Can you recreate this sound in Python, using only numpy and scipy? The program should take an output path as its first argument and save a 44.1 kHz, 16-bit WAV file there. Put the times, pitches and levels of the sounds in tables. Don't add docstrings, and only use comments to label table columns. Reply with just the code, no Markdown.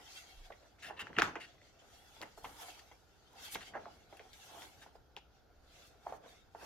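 import sys
import numpy as np
from scipy import signal
from scipy.fft import rfft, irfft, next_fast_len
from scipy.io import wavfile
from scipy.ndimage import uniform_filter1d

SR = 44100
rng = np.random.default_rng(int(sys.argv[2]) if len(sys.argv) > 2 else 0)


def digitize_waveform(pressure):
    field = np.atleast_2d(pressure).T
    bounded = np.clip(field, -1, 1)
    quanta = np.round(bounded * 32767).astype(np.int16)
    wavfile.write(sys.argv[1], SR, quanta)


def how_loud(loudness_db):
    steps = np.asarray(loudness_db, float) / 20
    return 10 ** steps


N = 293265
T = np.arange(N) / SR


def unit(x):
    return x / np.sqrt(np.mean(x ** 2))


def band(x, lo_hz, hi_hz, order=2):
    return signal.sosfilt(signal.butter(order, [lo_hz, min(hi_hz, .45 * SR)], "band", fs=SR, output="sos"), x)


def colour(x, points):
    hz, db = np.transpose(points)
    size = next_fast_len(x.shape[-1])
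    f = np.maximum(np.arange(size // 2 + 1) * SR / size, 1)
    gain = how_loud(np.interp(np.log(f), np.log(hz), db))
    return irfft(rfft(x, size) * gain, size)[..., :x.shape[-1]]


def ring(x, peaks):
    total = 0
    for k, (hz, width, db) in enumerate(peaks):
        resonance = signal.lfilter(*signal.iirpeak(hz, hz / width, fs=SR), x)
        total = total + (-1) ** k * how_loud(db) * resonance
    return total


def walk(rate):
    hold = int(SR / rate)
    steps = np.repeat(rng.standard_normal(N // hold + 1), hold)
    return 1.2 * uniform_filter1d(uniform_filter1d(steps, hold), hold)[:N]


def grit(count, spread_db):
    sizes = how_loud(spread_db * rng.exponential(size=count))
    return unit(rng.standard_normal((2, count)) * sizes)


def gestures(s, db, swell, fade, rest_db):
    away = T[::44, None] - s
    rising = -away / np.maximum(swell, .004)
    falling = away / np.maximum(fade, .004)
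    down = 10 * np.where(away < 0, rising, falling)
    power = how_loud(rest_db) ** 2 + np.sum(how_loud(db - down) ** 2, axis=1)
    return np.interp(T, T[::44], np.sqrt(power))


def bend(x, depth_db, width_hz, hold_s):
    frames = signal.stft(x, nperseg=512)[2]
    rows, cols = max(int(width_hz * 512 / SR), 1), max(int(hold_s * SR / 256), 1)
    patches = rng.standard_normal(frames.shape[1:])
    patches = uniform_filter1d(uniform_filter1d(patches, rows, axis=0), cols, axis=1)
    return signal.istft(frames * how_loud(depth_db * unit(patches)), nperseg=512)[1][:, :N]


def hollow(x, s, hz, lift_db, octaves):
    f, t, frames = signal.stft(x, SR, nperseg=512)
    away = np.log2(np.maximum(f, 1)[:, None] / np.interp(t, s, hz)) / octaves
    return signal.istft(frames * how_loud(lift_db * np.exp(-away ** 2)), nperseg=512)[1][:, :N]


def sides(pair, alike, pan_db):
    alike = np.clip(alike, 0, 1)
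    shared = np.sqrt((1 + alike) / 2) * pair[0]
    differing = np.sqrt((1 - alike) / 2) * pair[1] * np.array([[1], [-1]])
    return (shared + differing) * how_loud(np.array([pan_db, -pan_db]).reshape(2, -1) / 2)


def add(out, s, sound):
    i = max(int(s * SR), 0)
    out[:, i:i + sound.shape[1]] += sound[:, :N - i]


# [f/Hz, level/dB per Hz]
HUSH_SPECTRUM = [(15, -24.5), (25, -14.5), (61, 5.5), (195, -10.5), (263, -9), (489, -8.5), (695, -11.5),
                 (1130, -21.5), (1400, -10.5), (2110, -30), (4870, -25), (7200, -35.5), (7900, -59),
                 (9200, -42.5), (14000, -33.5), (16000, -52.5)]
HUSH_DB = -68


def room_hush():
    noise = unit(colour(rng.standard_normal((2, N)), HUSH_SPECTRUM))
    return sides(how_loud(HUSH_DB + 0.27 * walk(22)) * noise, 0.52, 0.22)


# [t/s, level/dB, length/s]
RUMBLE_SWELLS = [(0.4, -59.5, 0.062), (1.22, -64, .05), (1.95, -73, .1), (2.427, -66.5, 0.15),
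                 (3.147, -82, 0.17), (3.6, -73.5, 0.26), (3.95, -73, .12), (4.34, -67, 0.08),
                 (5.018, -70.5, 0.19), (5.603, -65.5, 0.14), (5.9, -73.5, 0.16), (6.459, -71.5, 0.14)]
RUMBLE_DB = -86


def low_rumble():
    low = unit(band(rng.standard_normal((2, N)), 23, 55))
    s, db, length = np.transpose(RUMBLE_SWELLS)
    return sides(gestures(s, db, length, length, RUMBLE_DB) * low, 0.95, 0.14)


# [level/dB, f/Hz, t60/s]
TABLE_WOBBLE = (-43, 29, 0.385)
WOBBLE_S = .372


def table_wobble():
    db, hz, t60 = TABLE_WOBBLE
    t = np.maximum(T - WOBBLE_S, 0)
    shape = (1 - np.exp(-t / .02)) * 1000 ** (-t / t60)
    return -how_loud(db) * shape * np.sin(2 * np.pi * hz * t) * np.array([[.85], [1]])


def background():
    return room_hush() + low_rumble() + table_wobble()


ROOM_T60_S, ROOM_DB, ROOM_DULL_HZ = 0.31, -14.5, 4255


def room(x):
    t = np.arange(int(.5 * SR)) / SR
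    tail = band(rng.standard_normal((2, len(t))), 180, ROOM_DULL_HZ, order=1)
    tail = tail * (t > .004) * 1000 ** (-t / ROOM_T60_S)
    tail = tail / np.sqrt(np.sum(tail ** 2, axis=1, keepdims=True))
    return how_loud(ROOM_DB) * signal.fftconvolve(x, tail, axes=1)[:, :N]


# [f/Hz, width/Hz, level/dB]
BLOCK_RESONANCES = [(301, 13.3, 12), (413.3, 72, 8.5), (560, 110, -21), (650, 6.3, 11.5), (756, 130, 1),
                    (1300, 260, -11), (1320, 130, -2.5)]
# [t/s of the hardest push, rub level/dB, length/s, thud level/dB re the rub, gap resonance f/Hz]
HAND_PRESSES = [(0.0, -55, 0.044, -11, 799), (0.15, -64, 0.28, -24, 768), (0.49, -66, 0.15, -21, 702),
                (0.635, -62, 0.037, -24, 620), (0.89, -54.5, 0.13, -8, 742), (1.03, -56, 0.075, 1.5, 1100),
                (1.125, -65, 0.027, 4, 800), (1.185, -42, 0.019, 4, 1294),
                (1.235, -44.5, 0.083, -2.5, 1250), (1.285, -47, 0.036, -12, 1009),
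                (1.55, -65.5, 0.037, -21, 620), (1.74, -71, 0.039, -11, 608), (1.88, -66.5, 0.53, -25, 690),
                (2.22, -55, 0.054, -4, 875), (2.46, -52.5, 0.068, -7, 800), (2.56, -58.5, 0.047, -26, 957),
                (2.63, -51.5, 0.084, -29.5, 832), (2.685, -60, .03, -25, 800),
                (2.79, -61.5, 0.069, -19.5, 785), (3.42, -61.5, 0.25, -9.5, 830),
                (3.56, -48, 0.029, -6, 753), (3.75, -56.5, 0.18, -5.5, 719), (3.81, -66.5, 0.13, 2, 620),
                (4.15, -66, 0.44, -10.5, 700), (4.625, -54, 0.044, -14, 907), (4.50, -62.5, 0.13, -13, 878),
                (4.78, -66, 0.17, -3, 748), (5.17, -49.5, 0.015, -14, 810), (5.78, -66.5, 0.31, -11, 650),
                (6.06, -63, 0.12, -8.5, 800), (6.1, -54, 0.043, -8, 805), (6.63, -50.5, 0.072, -13.5, 900),
                (4.545, -55, 0.068, -17, 900), (4.585, -53, 0.039, -16, 800), (6.145, -56.5, 0.04, -6, 640),
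                (6.26, -54, 0.065, -10.5, 578)]
PRESS_SWELL = 0.44
REST_RUB_DB, REST_THUD_DB = -76.5, -81


def press():
    s, db, length, thud_db, hz = np.transpose(sorted(HAND_PRESSES))
    rub = grit(N, 1.5)
    block = unit(ring(rub, BLOCK_RESONANCES)) + 1.5 * unit(band(rub, 420, 1700))
    block = bend(block, depth_db=3.0, width_hz=180, hold_s=.03)
    block = how_loud(1.6 * walk(40)) * unit(hollow(block, s, hz, lift_db=10, octaves=0.25))
    thud = unit(band(rng.standard_normal((2, N)), 54, 400))
    rub_gain = gestures(s, db, PRESS_SWELL * length, length, REST_RUB_DB)
    thud_gain = gestures(s, db + thud_db, PRESS_SWELL * length, length, REST_THUD_DB)
    return sides(rub_gain * block, 0.53, -1.5) + sides(thud_gain * thud, 0.93, .1)


# [f/Hz, width/Hz, level/dB]
SHEET_SKID = [(800, 200, 4), (1250, 100, -15.5), (1750, 360, 4), (2250, 100, -18.5), (2750, 150, 6)]
# [t/s, level/dB, length/s, centre f/Hz, treble level/dB re the scuff]
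PAGE_SCUFFS = [(0.82, -47, 0.074, 2436, -9.5), (0.898, -43, .012, 800, -35),
               (0.965, -54.5, 0.018, 2110, -19), (0.990, -42.5, 0.029, 1970, -12.5),
               (1.005, -53, 0.014, 2120, -7), (1.164, -38, 0.0054, 1597, -27), (1.18, -36, .004, 1700, -20),
               (1.399, -50, 0.053, 2480, -13), (2.221, -45.5, 0.012, 1320, -8.5),
               (2.62, -65, 0.061, 830, -41), (2.79, -60, 0.0076, 2840, -25),
               (3.603, -51.5, 0.03, 2200, -11), (3.735, -43.5, 0.041, 980, -37),
               (3.856, -55.5, 0.03, 503, -41.5), (4.168, -57.5, 0.0038, 3300, -1),
               (4.815, -57.5, 0.024, 1300, -6.5), (6.125, -50, 0.022, 730, -37),
               (6.607, -57.5, 0.026, 910, -20)]
SCUFF_RISE_S, SCUFF_FALL_S = .0015, 0.0035
SCUFF_RISE_SHARE, SCUFF_FALL_SHARE = 0.069, 0.12
SCUFF_SAG_S = 0.11
SCUFF_PAN_DB = 0.3
PAN_DB_PER_OCT = 2


def scuffs():
    out, t = np.zeros((2, N)), np.arange(int(.25 * SR)) / SR
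    for s, db, length, hz, treble_db in PAGE_SCUFFS:
        fibres = grit(len(t), 1.9)
        body = unit(band(fibres + ring(fibres, SHEET_SKID), hz / 1.9, hz * 1.85, order=4))
        treble = how_loud(treble_db) * unit(band(fibres, 2800, 11000))
        rise = 1 - np.exp(-t / (SCUFF_RISE_S + SCUFF_RISE_SHARE * length))
        fall = np.exp(-np.maximum(t - length, 0) / (SCUFF_FALL_S + SCUFF_FALL_SHARE * length))
        shape = rise * fall * np.exp(-t / SCUFF_SAG_S)
        pan_db = SCUFF_PAN_DB + PAN_DB_PER_OCT * np.log2(hz / 1000)
        add(out, s, how_loud(db) * sides(shape * (body + treble), 0.79, pan_db))
    return out


# [f/Hz, width/Hz, level/dB]
PAPER_RESONANCES = [(2200, 150, 8.5), (2713, 36, 22), (3444, 32, -17.5), (3560, 580, 12), (5000, 20, -13),
                    (5250, 540, 4.5), (9300, 120, 0), (11250, 67, 8.5), (13000, 83, -21)]
# [f/Hz, level/dB per Hz]
HISS_SPECTRUM = [(710, -34.5), (1200, 2), (1790, -6.5), (2130, -5), (2480, -12.5), (2760, -6), (3470, 2.5),
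                 (4080, -4), (13300, -5), (16000, -19)]
# [t/s of the fastest moment, hiss level/dB, swell/s, fade/s, treble fizz level/dB re the hiss]
FINGER_STROKES = [(0.02, -67.5, 0.057, .1, -6), (0.09, -59.5, 0.056, 0.13, -14),
                  (0.18, -51, 0.11, 0.07, -10), (0.29, -62.5, 0.044, 0.35, -10),
                  (0.46, -59.5, 0.032, 0.022, -16), (0.56, -85, 0.089, 0.011, -18),
                  (0.61, -86, 0.011, 0.033, -26), (0.688, -71.5, 0.085, 0.038, -51.5),
                  (0.80, -62, 0.011, 0.071, -26), (1.08, -68, 0.12, 0.042, -16),
                  (1.15, -67, 0.038, 0.091, -28), (1.19, -50, .005, 0.017, -4),
                  (1.222, -42, 0.0041, 0.04, -12), (1.30, -65, .1, 0.0095, -16.5),
                  (1.48, -66.5, 0.29, 0.15, -16), (1.654, -63.5, 0.05, 0.094, -22),
                  (1.794, -65.5, 0.007, 0.12, -25), (1.952, -64, 0.13, 0.5, -8),
                  (2.15, -63, 0.094, 0.18, -10), (2.27, -75, 0.14, 0.089, -18),
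                  (2.379, -62, 0.011, 0.052, -4), (2.44, -58.5, 0.013, 0.34, -4.5),
                  (2.622, -51, 0.039, 0.031, -2.5), (2.68, -52.5, 0.051, 0.088, -8),
                  (2.798, -58.5, 0.039, 0.0083, -10), (2.92, -80, .1, 0.14, -21.5),
                  (3.401, -57.5, 0.033, 0.072, -17.5), (3.452, -50, 0.047, 0.057, -5),
                  (3.525, -50, 0.013, 0.031, 2.5), (3.545, -47, 0.02, 0.005, 0),
                  (3.683, -56.5, 0.29, .025, -11.5), (3.81, -69, 0.19, 0.11, -15),
                  (3.949, -65.5, 0.12, 0.15, -12), (4.117, -66.5, 0.039, 0.49, -9.5),
                  (4.334, -62, 0.0058, 0.34, -8.5), (4.448, -60.5, 0.077, 0.099, -7),
                  (4.63, -57.5, 0.19, 0.085, -3.5), (4.83, -63.5, 0.12, 0.053, -8),
                  (4.96, -71, 0.044, 0.022, -11.5), (5.348, -72, .04, 0.099, -24),
                  (5.752, -61.5, 0.067, 0.17, -14), (5.873, -63.5, 0.16, 0.041, -7),
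                  (6.091, -68, 0.083, 0.088, -7.5), (6.17, -68, 0.13, 0.0096, -4.5),
                  (6.296, -59.5, 0.046, 0.093, -12.5), (6.65, -56.5, 0.06, 0.091, -6.5)]
FIZZ_SHORTER = .85
REST_HISS_DB, REST_FIZZ_DB = -92.5, -103
SHEET_HZ, SHEET_WANDER_OCT, SLIDE_PAN_DB = 2700, 0.09, 0.64


def slide():
    s, db, swell, fade, fizz_db = np.transpose(FINGER_STROKES)
    fibres = grit(N, 0.98)
    sheet = unit(colour(fibres, HISS_SPECTRUM)) + 0.29 * unit(ring(fibres, PAPER_RESONANCES))
    sheet = bend(sheet, depth_db=2.5, width_hz=200, hold_s=.04)
    bent = bend(sheet, depth_db=3.5, width_hz=240, hold_s=.06)
    gap_hz = SHEET_HZ * 2 ** (SHEET_WANDER_OCT * walk(7.2))
    hiss = unit(hollow(band(bent, 1510, 6300, order=3), T, gap_hz, lift_db=2.0, octaves=0.044))
    fizz = unit(band(sheet, 6800, 17000, order=3))
    hiss_gain = gestures(s, db, swell, fade, REST_HISS_DB)
    fizz_gain = gestures(s, db + fizz_db, FIZZ_SHORTER * swell, FIZZ_SHORTER * fade, REST_FIZZ_DB)
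    hiss = hiss_gain * how_loud(1.1 * walk(45)) * hiss
    fizz = fizz_gain * how_loud(0.22 * walk(35)) * fizz
    return sides(hiss + fizz, 0.037, SLIDE_PAN_DB)


# [f/Hz, level/dB per Hz]
CRACKLE_SPECTRUM = [(1180, -26.5), (2000, 8.5), (2490, 1.5), (3280, -2), (5160, -24), (5930, -12),
                    (7000, -28), (16000, -46.5)]
# [t/s, snap level/dB, pitch f/Hz, crackle level/dB, rustle level/dB]
SHEET_POPS = [(0.501, -42.5, 720, -26, -10), (0.519, -47.5, 497, 6.5, -34), (0.783, -59, 1720, 3, -6),
              (0.906, -35.5, 730, -27, -12.5), (1.067, -34.5, 1550, -13, -19), (1.1, -47, 440, -17, -6.5),
              (1.128, -41, 1688, -12, -24), (1.15, -47, 1440, -4, -12), (1.1835, -13.5, 1530, -34, -14.5),
              (1.191, -32, 2695, -20, -11.5), (1.211, -25, 1600, -32, -9.5),
              (1.218, -10.5, 1500, -25.5, -18.5), (1.226, -29, 800, -19.5, -17),
              (1.237, -30, 1300, -19, -17.5), (1.250, -35, 1350, -14.5, -15.5),
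              (1.353, -30.5, 1500, 1, -14), (1.357, -34.5, 800, -3, -11), (1.62, -61, 550, 2, -11),
              (1.784, -72, 627, -7, -7), (2.164, -52.5, 815, 6, -13), (2.206, -49, 520, -25, -1),
              (2.213, -33, 4300, -5, -23), (2.214, -47, 780, -11, 0.5), (2.374, -45.5, 756, -20, -10.5),
              (2.442, -34, 910, 3, -18), (2.446, -37, 2200, -2, -17), (2.450, -35.5, 1070, -3, -19),
              (2.912, -49, 800, 0, -20), (2.917, -51, 800, -10.5, -17), (3.329, -57, 6500, -15, -14),
              (3.478, -44, 3040, -8, -9), (3.545, -28, 3500, -7, -12), (3.5525, -35.5, 990, 7, -11.5),
              (3.751, -35, 630, -28, -12.5), (3.756, -40, 756, -5, -18), (3.765, -42, 610, -28, -16),
              (3.854, -39, 1180, -31, -21), (3.862, -44, 547, -39, -11), (4.124, -43, 724, -5, -11),
              (4.192, -41.5, 1970, -2, -14), (4.198, -49, 600, -15, -7), (4.251, -53.5, 760, -21, -12),
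              (4.329, -44, 3900, -50, -13), (4.618, -43.5, 2300, -3, -17), (4.627, -44, 4000, -19, -10),
              (4.861, -46, 830, -20, -11.5), (4.952, -47.5, 693, -12, -14.5), (5.163, -33, 3000, -7, -13.5),
              (6.063, -40, 780, -50, -26), (6.066, -28, 800, -56, -25), (6.077, -37, 800, -51, -20),
              (6.122, -34, 620, -11, -9), (6.206, -56, 536, -25, -22), (6.236, -52, 570, -10, -3),
              (6.259, -48.5, 557, -20, -29.5), (6.547, -36.5, 794, -26, -14)]
TICK_DB, TICK_DB_PER_OCT, TICK_PER_CRACKLE = -11.5, 1.5, 0.26
TICK_PER_DB, HARD_DB = .65, -30
EDGE = .5
SPARK_DB, SPARK_DB_PER_OCT = -32.5, 13.5
RUSTLE_T60_S, RUSTLE_T60_POWER = 0.1, 0.35
POP_PAN_DB = -0.7


def pops():
    snaps, tails, t = np.zeros((2, N)), np.zeros((2, N)), np.arange(int(.4 * SR)) / SR
    click = 1. * (np.arange(len(t)) == int(.0027 * SR))
    tick = colour(click, CRACKLE_SPECTRUM)
    edge = band(click, 4600, 7400)
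    spark = band(click, 8000, 16000)
    tick = tick / np.max(np.abs(tick)) + EDGE * edge / np.max(edge)
    for s, db, hz, crackle_db, rustle_db in SHEET_POPS:
        octs = np.log2(hz / 1000)
        tick_db = TICK_DB + TICK_DB_PER_OCT * octs + TICK_PER_CRACKLE * crackle_db
        tick_db = tick_db + TICK_PER_DB * max(db - HARD_DB, 0)
        spark_db = SPARK_DB + SPARK_DB_PER_OCT * octs
        t60 = RUSTLE_T60_S * 2 ** (-RUSTLE_T60_POWER * octs)
        pan_db = POP_PAN_DB + PAN_DB_PER_OCT * octs

        turns = (t - .003) * hz
        span = np.where(turns < 0, .9, 1.25)
        snap = np.exp(-(turns / span) ** 2) * np.cos(2 * np.pi * turns)
        overtone = np.exp(-(0.78 * turns / span) ** 2) * np.cos(2 * np.pi * 1.7 * turns)
        snap = snap + 0.12 * overtone + how_loud(tick_db) * tick
        snap = snap + how_loud(spark_db) * spark / np.max(spark)

        fibres = grit(len(t), 2.5)
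        crackle = how_loud(crackle_db) * unit(colour(fibres, CRACKLE_SPECTRUM))
        rustle = unit(band(fibres, hz / 2.2, hz * 2.1, order=3))
        rustle = rustle + min(900 / hz, 1) * unit(ring(fibres, BLOCK_RESONANCES))
        fade = (1 - np.exp(-(t / 0.0036) ** 3)) * 1000 ** (-t / max(t60, .01))
        quick = np.exp(-t / 0.013)
        tail = fade * (how_loud(rustle_db) * rustle + (0.05 + 0.33 * quick) * crackle)
        add(snaps, s, how_loud(db) * sides(snap * np.array([[1], [0]]), 1.0, pan_db))
        add(tails, s, how_loud(db) * sides(tail, 0.66, pan_db))
    lumps = how_loud(3.1 * walk(160))
    return snaps + lumps * tails


RIGHT_LAG = 2


def scene():
    hits = pops() + bend(scuffs(), depth_db=3.0, width_hz=300, hold_s=.02)
    paper = hits + room(hits) + slide() + press()
    paper[1] = np.roll(paper[1], RIGHT_LAG)
    return paper + background()


def top_cut(x):
    return signal.sosfilt(signal.butter(12, 16390, fs=SR, output="sos"), x)


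# [f/Hz, level/dB]
MIC_RESPONSE = [(20, 0.5), (7300, -0.5), (8300, -3), (9600, 0.5), (20000, 0)]
TOP_HZ = 15750


def record(dry):
    low_pass = signal.ellip(8, .2, 70, TOP_HZ, fs=SR, output="sos")
    mix = signal.sosfilt(low_pass, colour(dry, MIC_RESPONSE))
    return top_cut(mix)


dry = scene()
out = record(dry)
digitize_waveform(out)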